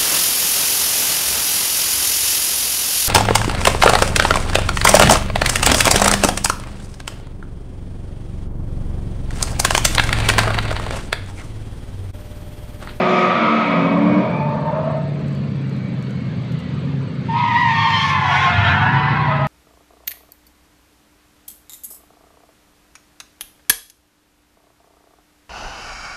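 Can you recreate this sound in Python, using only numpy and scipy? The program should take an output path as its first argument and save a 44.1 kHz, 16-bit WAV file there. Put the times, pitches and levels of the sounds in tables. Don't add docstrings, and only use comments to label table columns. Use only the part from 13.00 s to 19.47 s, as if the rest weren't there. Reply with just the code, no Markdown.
import sys
import numpy as np
from scipy import signal
from scipy.fft import rfft, irfft, next_fast_len
from scipy.io import wavfile
from scipy.ndimage import uniform_filter1d, map_coordinates

SR = 44100
rng = np.random.default_rng(int(sys.argv[2]) if len(sys.argv) > 2 else 0)


def transcribe(signal):
    frames = np.atleast_2d(signal).T
    limited = np.clip(frames, -1, 1)
    pcm = np.round(limited * 32767).astype(np.int16)
    wavfile.write(sys.argv[1], SR, pcm)


N = 285338


def amp(db):
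    return 10 ** (np.asarray(db) / 20)


def unit(x):
    return x / np.sqrt(np.mean(x ** 2) + 1e-20)


def along(points, hz):
    point_hz, value = np.transpose(points)
    return np.interp(np.log(hz + 1), np.log(point_hz + 1), value)


def curves(rows):
    time_s, *columns = np.transpose(rows)
    return [np.interp(np.arange(N) / SR, time_s, column) for column in columns]


def held(t, start, end, attack, release):
    return np.clip(1 + np.minimum((t - start) / attack, (end - t) / release), 0, 1)


def during(rows, fade=.03):
    return held(np.arange(N) / SR, rows[0][0], rows[-1][0], fade, fade)


def wobble(rate, size=N):
    points = rng.standard_normal(int(size * rate / SR) + 4)
    return map_coordinates(points, [np.arange(size) * rate / SR])


def turns(hz):
    return 2 * np.pi * (np.cumsum(hz) / SR + rng.random())


def filtered(x, response):
    size = next_fast_len(N + SR // 2)
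    spectrum = rfft(x, size) * response(np.fft.rfftfreq(size, 1 / SR))
    return irfft(spectrum, size)[:N]


def rush(spectrum, patchy_db):
    grid = signal.stft(rng.standard_normal(N), nperseg=1024)[2]
    patches = uniform_filter1d(rng.standard_normal(grid.shape), size=3, axis=0)
    patches = uniform_filter1d(patches, size=6, axis=1)
    patchy = signal.istft(grid * amp(patchy_db * unit(patches)), nperseg=1024)[1][:N]
    return unit(filtered(patchy, lambda hz: amp(along(spectrum, hz))))


# pitch_hz, fall_time_s
ECHO_TIMES = [(150, 0.3), (1000, 0.54), (4000, 0.63), (10000, .15)]


def raceway(x, wet_db):
    hz, t, grid = signal.stft(rng.standard_normal(SR // 2), SR, nperseg=256)
    dying = amp(-60 * t / along(ECHO_TIMES, hz)[:, None])
    tail = signal.istft(grid * dying, SR, nperseg=256)[1]
    echo = signal.fftconvolve(x, tail)[:N]
    return (x + amp(wet_db) * np.std(x) * unit(echo)) / np.hypot(1, amp(wet_db))


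def insect(chirp_hz=18, pitch_hz=7600, arch_hz=450, db=-64):
    stroke = np.clip(np.sin(turns(chirp_hz * (1 + .08 * wobble(6.5)))), 0, 1)
    wing_hz = pitch_hz + arch_hz * stroke + 90 * wobble(900)
    return amp(db + 2 * wobble(10)) * stroke * np.sin(turns(wing_hz))


# start_s, level_db
TICK_TIMES = [(2.1936, -52.5), (2.2818, -44.5), (2.3284, -51), (2.3498, -46), (2.695, -45), (2.7643, -47.5),
              (3.025, -43.5), (3.0955, -50.5), (3.1078, -46.5), (3.4464, -52.5), (3.521, -43), (3.591, -46),
              (3.6005, -47.5)]


def ticks(t60=.014, rustle_db=-17, rustle_t60=.16):
    t = np.arange(N) / SR
    envelope = np.zeros(N)
    for start_s, level_db in TICK_TIMES:
        age = t - start_s
        snap = amp(-60 * np.abs(age) / t60)
        rustle = amp(rustle_db - 60 * np.abs(age) / rustle_t60)
        envelope += amp(level_db) * (age >= 0) * (snap + rustle)
    tick_colour = [(2500, -42), (5500, -1.5), (8400, -3.0), (9500, -14.0), (14000, -13.5)]  # Hz, dB
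    return amp(-3.0) * envelope * rush(tick_colour, patchy_db=-1.0)


# time_s, level_db
ROLL_LEVEL = [(0, -43), (2.3, -41.5), (3.5, -40.5), (6.47, -42)]
# pitch_hz, level_db (per Hz)
ROLL_COLOUR = [(200, -11), (500, 3.5), (700, -2.5), (1000, -0.5), (1600, -3.5), (2300, -4), (3000, -9),
               (4500, -11), (5200, -24), (6200, -24), (7200, -28.5), (8600, -37), (9700, -36),
               (12000, -54.5), (14000, -69.5)]
# start_s, end_s, level_db
LIGHT_SCUFF = (3.44, 3.8, -51)
# time_s, pitch_hz, level_db
WHINE = [(2.45, 2350, -55), (2.8, 2286, -44), (3.3, 2170, -49), (3.8, 1890, -55)]


def rolling():
    roll_db, = curves(ROLL_LEVEL)
    roll = amp(roll_db + 0.31 * wobble(3)) * rush(ROLL_COLOUR, patchy_db=2.5)

    start, end, scuff_db = LIGHT_SCUFF
    scuff_colour = [(1200, -25), (3000, 1), (4200, -5), (6500, -34), (10000, -70)]  # Hz, dB
    scuff_shape = held(np.arange(N) / SR, start, end, attack=0.22, release=0.35)
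    scuff = amp(scuff_db) * scuff_shape * rush(scuff_colour, patchy_db=1.5)

    whine_hz, whine_db = curves(WHINE)
    whine = np.sin(turns(whine_hz * (1 + .002 * wobble(60))))
    whine *= amp(whine_db - 3 + 2 * wobble(14)) * during(WHINE, fade=.2)
    return roll + scuff + whine


THROTTLE_RISE_S, THROTTLE_FALL_S = 0.093, 0.18
# pitch_hz, gain_db
TAILPIPE = [(75, -12), (100, -5), (122, -4.5), (137, 2.5), (150, 0.5), (170, -6.5), (200, -4), (280, -10),
            (400, -11.5), (550, -9)]


def engine(speed, orders, throttle, jitter, rough_db, upper_db):
    t = np.arange(N) / SR
    cycle_hz, = curves(speed)
    crank = turns(cycle_hz * (1 + jitter * wobble(25)))
    strong = (4, 5, 6, 8, 12)

    pedals = np.array([held(t, opens, closes, THROTTLE_RISE_S, THROTTLE_FALL_S)
                       for opens, closes, *_ in throttle])
    load = pedals.sum(axis=0)
    coasting_db = np.array([db + along(TAILPIPE, k * cycle_hz) for k, db in zip(strong, orders)])
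    blare_db = np.array(throttle)[:, 2:].T @ pedals
    levels = (np.clip(1 - load, 0, 1) * coasting_db + blare_db) / np.maximum(load, 1)

    def order(k, db):
        roughness = unit(amp(rough_db * wobble(28)))
        return np.sqrt(2) * amp(db) * roughness * np.sin(k * crank + 2 * np.pi * rng.random())

    between = sum(order(k, levels[-1] + upper_db) for k in (7, 9, 10, 11, 13, 14, 16))
    return sum(order(k, db) for k, db in zip(strong, levels)) + between


# time_s, cycles_hz (four-stroke cycles a second)
LEAD_CYCLES = [(0, 41.5), (.3, 40.7), (.55, 37.7), (.72, 34.8), (.85, 33.8), (1.05, 36.5), (1.2, 37.2),
               (1.4, 33.5), (1.9, 33.5), (2.4, 38.9), (3.55, 32), (3.95, 27.7), (4.6, 23.1), (5.55, 19),
               (5.67, 23), (5.9, 27.2), (6.2, 29.7), (6.47, 27.7)]
CHASE_CYCLES = [(0, 46.4), (.15, 46), (.45, 44), (.75, 46), (.92, 45.7), (1.33, 35.7), (1.5, 36), (1.7, 38),
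                (2, 36.5), (2.8, 32.9), (3.6, 30.4), (3.85, 33.3), (4.25, 32.2), (4.45, 28.2), (5.2, 23.4),
                (5.6, 21.5)]
# level_db of orders 4, 5, 6, 8 and 12
LEAD_COASTING = [-37.5, -27, -33.5, -33, -41.5]
CHASE_COASTING = [-26, -37.5, -29, -34.5, -44.5]
# opens_s, closes_s, level_db of orders 4, 5, 6, 8 and 12
LEAD_BURSTS = [(0, 0.254, -49, -32, -30.5, -36, -38), (.42, 0.557, -49, -35, -23.5, -27.5, -42),
               (.7, .84, -45, -20, -29.5, -26, -47), (.97, 1.17, -34.5, -20, -23, -19, -48),
               (5.66, 5.78, -23, -28, -29.5, -32, -46), (5.92, 6.367, -27, -20.5, -37, -41.5, -42)]
CHASE_BURSTS = [(0, 0.244, -26, -29, -56, -22.5, -37.5), (0.425, .62, -38, -24, -44, -35, -50),
                (0.764, 0.925, -28, -27, -28, -34, -35), (1.053, 1.23, -36, -27, -41, -36, -34.5),
                (3.866, 4.283, -30, -34.5, -34.5, -34.5, -45.5)]
# time_s, thud_db, burble_db, bark_db
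COMBUSTION = [(0, -52, -32, -29.5), (.55, -51.5, -33.5, -36.5), (1.05, -38, -27.5, -37),
              (1.3, -40, -24, -33), (1.5, -37.5, -25, -37.5), (2.1, -35.5, -29.5, -39),
              (2.8, -38.5, -26.5, -40), (3.7, -34.5, -28.5, -42), (4.3, -37, -28, -44),
              (4.6, -41.5, -28, -50.5), (5.35, -37, -34.5, -43.5), (5.6, -20.5, -29, -41.5),
              (5.85, -34, -26.5, -40.5), (6.1, -49.5, -28, -38), (6.47, -37, -28.5, -43.5)]
# pitch_hz, level_db (per Hz)
THUD_COLOUR = [(20, -35), (45, -19), (65, -13.5), (88, 2.5), (105, 3), (135, -29), (250, -87.5)]
BURBLE_COLOUR = [(70, -41), (105, -2), (145, 3.5), (215, -0.5), (280, -7.5), (340, -23.5), (600, -71)]
BARK_COLOUR = [(230, -39.5), (335, 0), (400, -0.5), (520, -1), (700, -12), (1200, -72)]


def exhausts():
    settings = dict(jitter=.005, rough_db=1.8, upper_db=-6)
    lead = engine(LEAD_CYCLES, LEAD_COASTING, LEAD_BURSTS, **settings)
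    chase = engine(CHASE_CYCLES, CHASE_COASTING, CHASE_BURSTS, **settings)
    thud_db, burble_db, bark_db = curves(COMBUSTION)
    thud = amp(thud_db) * rush(THUD_COLOUR, patchy_db=-1.0)
    burble = amp(burble_db) * rush(BURBLE_COLOUR, patchy_db=2.0)
    bark = amp(bark_db) * rush(BARK_COLOUR, patchy_db=2.0)
    return lead + chase + thud + burble + bark


# time_s, groan_db, rasp_db, hiss_db
FAR_TEARING = [(0, -20, -26, -50.5), (.22, -24, -24.5, -44), (.35, -22.5, -24.5, -52),
               (.7, -22, -26.5, -53), (1, -23.5, -35.5, -62), (1.2, -23.5, -36.5, -59),
               (1.45, -30.5, -47, -79.5), (1.9, -28.5, -50, -81), (2.06, -52, -62, -80),
               (2.2, -41.5, -58, -73)]
# pitch_hz, level_db (per Hz)
FAR_GROAN_COLOUR = [(240, -31), (400, -20), (429, -9.5), (502, -0.5), (611, 3.5), (740, -1.5), (812, -12.5),
                    (885, -2.5), (1030, -1), (1140, -2.5), (1280, -9), (1450, -16.5), (1600, -12),
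                    (2080, -39.5), (3520, -120)]
FAR_RASP_COLOUR = [(820, -26), (1400, 0), (1500, -6.5), (1700, -6), (2200, 0), (2430, -2.5), (2750, -11),
                   (3470, -10.5), (4310, -21), (4670, -23.5), (6070, -50.5), (10300, -120)]
# pitch_hz, level_db (per Hz)
HISS_COLOUR = [(3500, -21.5), (5000, -0.5), (6000, -4.5), (7000, -10), (8200, -21.5), (9500, -21),
               (11000, -29.5), (12500, -41.5), (14000, -59)]


def far_tyres():
    groan_db, rasp_db, hiss_db = curves(FAR_TEARING)
    groan = amp(groan_db) * rush(FAR_GROAN_COLOUR, patchy_db=2.0)
    rasp = amp(rasp_db) * rush(FAR_RASP_COLOUR, patchy_db=1.5)
    hiss = amp(hiss_db) * rush(HISS_COLOUR, patchy_db=3.5)
    return (groan + rasp + hiss) * during(FAR_TEARING, fade=0.066)


def squeal(pitch_hz, levels, waver_hz, rasp_hz, flutter_db, fall_db, count=5):
    size = len(pitch_hz)
    wavering_hz = pitch_hz + waver_hz * wobble(70, size) + rasp_hz * wobble(450, size)
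    phase = turns(wavering_hz)
    levels = levels + [levels[-1] - fall_db * k for k in range(1, count + 1 - len(levels))]
    tone = sum(amp(db + 1.6 * wobble(60, size)) * np.sin(k * phase) for k, db in enumerate(levels, 1))
    return np.sqrt(2) * tone * unit(amp(flutter_db * wobble(90, size)))


SQUEAL_ATTACK_S, SQUEAL_RELEASE_S, LINGER = .03, .04, .14
# start_s, end_s, first_pitch_hz, last_pitch_hz, level_db,
# second_harmonic_db, third_harmonic_db (both relative to the level)
PATCH_SQUEALS = [(0.018, .3, 700.5, 729, -28, -11.5, -26), (.02, 0.498, 1160, 1180, -23.5, -16, -24.5),
                 (.02, 0.553, 1251, 1285, -25, -15.5, -29.5), (.02, 1.195, 953, 952, -37.5, -8.5, -20),
                 (0.399, 0.807, 693.6, 603, -31.5, 4, -10.5), (0.519, 0.943, 1129, 1120, -30, -7.5, -22),
                 (0.568, 0.886, 1256, 1259, -34, -4, -24.5), (.86, 1.253, 547.2, 631, -28.5, -11.5, -28.5),
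                 (0.999, 1.444, 1213, 1234, -45.5, 0.5, -19), (1.052, 1.379, 1109, 1157, -38.5, -0.5, -17),
                 (1.47, 1.552, 1143, 1136, -34.5, -21.5, -33), (1.302, 1.577, 600, 599, -32.5, -13, -21.5),
                 (1.34, 1.604, 883.5, 893, -29.5, -18.5, -33),
                 (1.69, 2.02, 617.5, 648.3, -25.5, -18, -31.5), (1.679, 1.714, 896, 892, -25, -19, -36),
                 (1.795, 2.033, 893, 909, -40, -10.5, -25), (2.148, 2.401, 642, 636, -45.5, -16, -31),
                 (4.381, 4.521, 1049, 1004, -27, -5.5, -17), (4.38, 4.601, 1263, 1220, -33, -11.5, -22.5),
                 (4.569, 4.69, 1027, 1025, -22.5, -8, -22), (4.77, 4.91, 1083, 1055, -23.5, -4, -7),
                 (4.76, 5.141, 1181, 1126, -28, -5, -14), (4.95, 5.02, 1042, 1061, -27.5, -2, 2),
                 (5.048, 5.3, 1085, 978.3, -22.5, -6, -20), (5.24, 5.396, 1119, 1078, -25, -15, -19),
                 (5.25, 5.311, 759, 720, -26, -8.5, -11.5), (5.345, 5.453, 745, 773, -29.5, 0.5, -9.5),
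                 (5.421, 5.468, 1066, 1062, -20, -8, -21.5), (5.482, 5.71, 718.4, 699, -27, 3, -2.5),
                 (5.531, 5.744, 1066, 1032, -40.5, 0.5, -8.5), (5.762, 5.854, 738, 741, -27.5, -1, -11),
                 (5.878, 6.45, 740, 819, -31.5, -12.5, -19), (5.89, 6.104, 973, 1008, -24, -8, -14),
                 (5.972, 6.3, 1117, 1064, -28, -11, -22), (6.144, 6.423, 990, 1002, -26, -9.5, -26),
                 (6.309, 6.472, 640.6, 635, -27.5, -1.5, -12.5)]
# time_s, nearness (0 far to 1 near, no unit)
NEARNESS = [(2.7, 0.029), (4.3, 1)]


def tread_patches():
    notes, smear = np.zeros(N), np.zeros(N)
    for start, end, first_hz, last_hz, db, second_db, third_db in PATCH_SQUEALS:
        attack = min(SQUEAL_ATTACK_S + LINGER * (end - start), start)
        release = SQUEAL_RELEASE_S + LINGER * (end - start)
        at = np.arange(max(0, int((start - attack) * SR)), min(N, int((end + release) * SR)))
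        pitch_hz = np.interp(at / SR, [start, end], [first_hz, last_hz])
        grip = amp(db) * held(at / SR, start, end, attack, release)
        levels = [0, second_db, third_db]
        notes[at] += grip * squeal(pitch_hz, levels, waver_hz=9.08, rasp_hz=17.04,
                                   flutter_db=2, fall_db=8.5)
        smear[at] += grip * squeal(pitch_hz, levels, waver_hz=28.1, rasp_hz=69.5,
                                   flutter_db=1.8, fall_db=6)
    near, = curves(NEARNESS)
    far_notes = amp(-.5) * raceway((1 - near) * notes, wet_db=-1.5)
    near_notes = amp(-0.16) * raceway(near * notes, wet_db=-7.5)
    return far_notes + near_notes + amp(-10.0) * raceway(smear, wet_db=2)


def chatter(spectrum, low_hz, high_hz, glide, rasp, burst_db, count=18):
    blocks = np.zeros(N)
    for hz in np.geomspace(low_hz, high_hz, count):
        burst = amp(burst_db * np.tanh(wobble(34) - .5))
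        pitch_hz = hz * (1 + glide * wobble(14) + rasp * wobble(350))
        blocks += burst * np.sin(turns(pitch_hz))
    return unit(filtered(blocks, lambda hz: amp(along(spectrum, hz)) * np.sqrt(hz)))


# time_s, pitch_hz, level_db, second_harmonic_db (relative)
LEADING_SQUEAL = [(4.295, 914, -24.5, -18.5), (4.335, 909.6, -18.5, -17.5), (4.41, 972, -17, -30),
                  (4.52, 931.7, -16, -10.5), (4.61, 977, -18, -1.5), (4.69, 921, -17, -7.5),
                  (4.95, 918.4, -21.5, -4.5), (5.08, 878.2, -25, -3.5), (5.42, 851, -26, -7.5),
                  (5.8, 892, -29.5, -7.5), (6.47, 906, -34, -7.5)]
# time_s, groan_db, rasp_db, hiss_db
NEAR_TEARING = [(4.25, -60, -50, -63), (4.38, -47, -31, -57), (4.62, -48, -30.5, -49),
                (4.85, -32.5, -29, -45.5), (5.1, -32, -28.5, -38), (5.16, -25.5, -30.5, -50),
                (5.28, -25.5, -30.5, -45.5), (5.34, -18.5, -22.5, -41), (5.43, -21.5, -23.5, -41),
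                (5.56, -22.5, -27.5, -48.5), (5.68, -19, -23, -46), (5.88, -19, -33, -56),
                (6.3, -26, -35, -68), (6.47, -35.5, -39, -71)]
# pitch_hz, level_db (per Hz)
NEAR_GROAN_COLOUR = [(320, -53.5), (550, -19), (640, -10.5), (704, -11), (804, -6), (862, -1.5),
                     (1020, -5.5), (1250, -11), (1400, -3.5), (1510, -8), (1730, -3), (2330, -27.5),
                     (2500, -5), (3250, -34.5), (5500, -120)]
NEAR_RASP_COLOUR = [(1180, -27), (2000, 0), (2460, -3), (2670, -2), (2890, -5.5), (3240, -4.5),
                    (3870, -10.5), (4330, -15), (4670, -15.5), (6070, -39.5), (10300, -120)]


def near_tyres():
    pitch_hz, db, second_db = curves(LEADING_SQUEAL)
    levels = [db, db + second_db, db + second_db - 15]
    bite = during(LEADING_SQUEAL, fade=0.013)
    screech = bite * squeal(pitch_hz, levels, waver_hz=7, rasp_hz=15, flutter_db=2.2, fall_db=6)
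    smear = bite * squeal(pitch_hz, levels, waver_hz=28, rasp_hz=65, flutter_db=1.5, fall_db=4)
    smear *= amp(-12)

    groan_db, rasp_db, hiss_db = curves(NEAR_TEARING)
    share = .75 * np.sqrt(amp(groan_db - groan_db.max()))

    def tearing(spectrum, chirps):
        return np.sqrt(1 - share) * rush(spectrum, patchy_db=3.0) + np.sqrt(share) * chirps

    groan_chirps = chatter(NEAR_GROAN_COLOUR, low_hz=900, high_hz=2200, glide=.035, rasp=.016,
                           burst_db=9, count=16)
    rasp_chirps = chatter(NEAR_RASP_COLOUR, low_hz=2000, high_hz=4200, glide=.025, rasp=.012,
                          burst_db=9, count=14)
    scrub = amp(groan_db) * tearing(NEAR_GROAN_COLOUR, groan_chirps)
    scrub += amp(rasp_db) * tearing(NEAR_RASP_COLOUR, rasp_chirps)
    scrub += amp(hiss_db) * rush(HISS_COLOUR, patchy_db=3)
    scrub *= during(NEAR_TEARING) * amp(1 * wobble(60))
    return raceway(screech, wet_db=-9) + raceway(smear, wet_db=3) + scrub


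def scene():
    background = insect() + ticks() + rolling()
    tyres = far_tyres() + tread_patches() + near_tyres()
    return (background + exhausts() + tyres)[None]


TOP_HZ = 14100


def record(dry):
    return filtered(dry[0], lambda hz: hz < TOP_HZ)[None]


dry = scene()
out = record(dry)
transcribe(out)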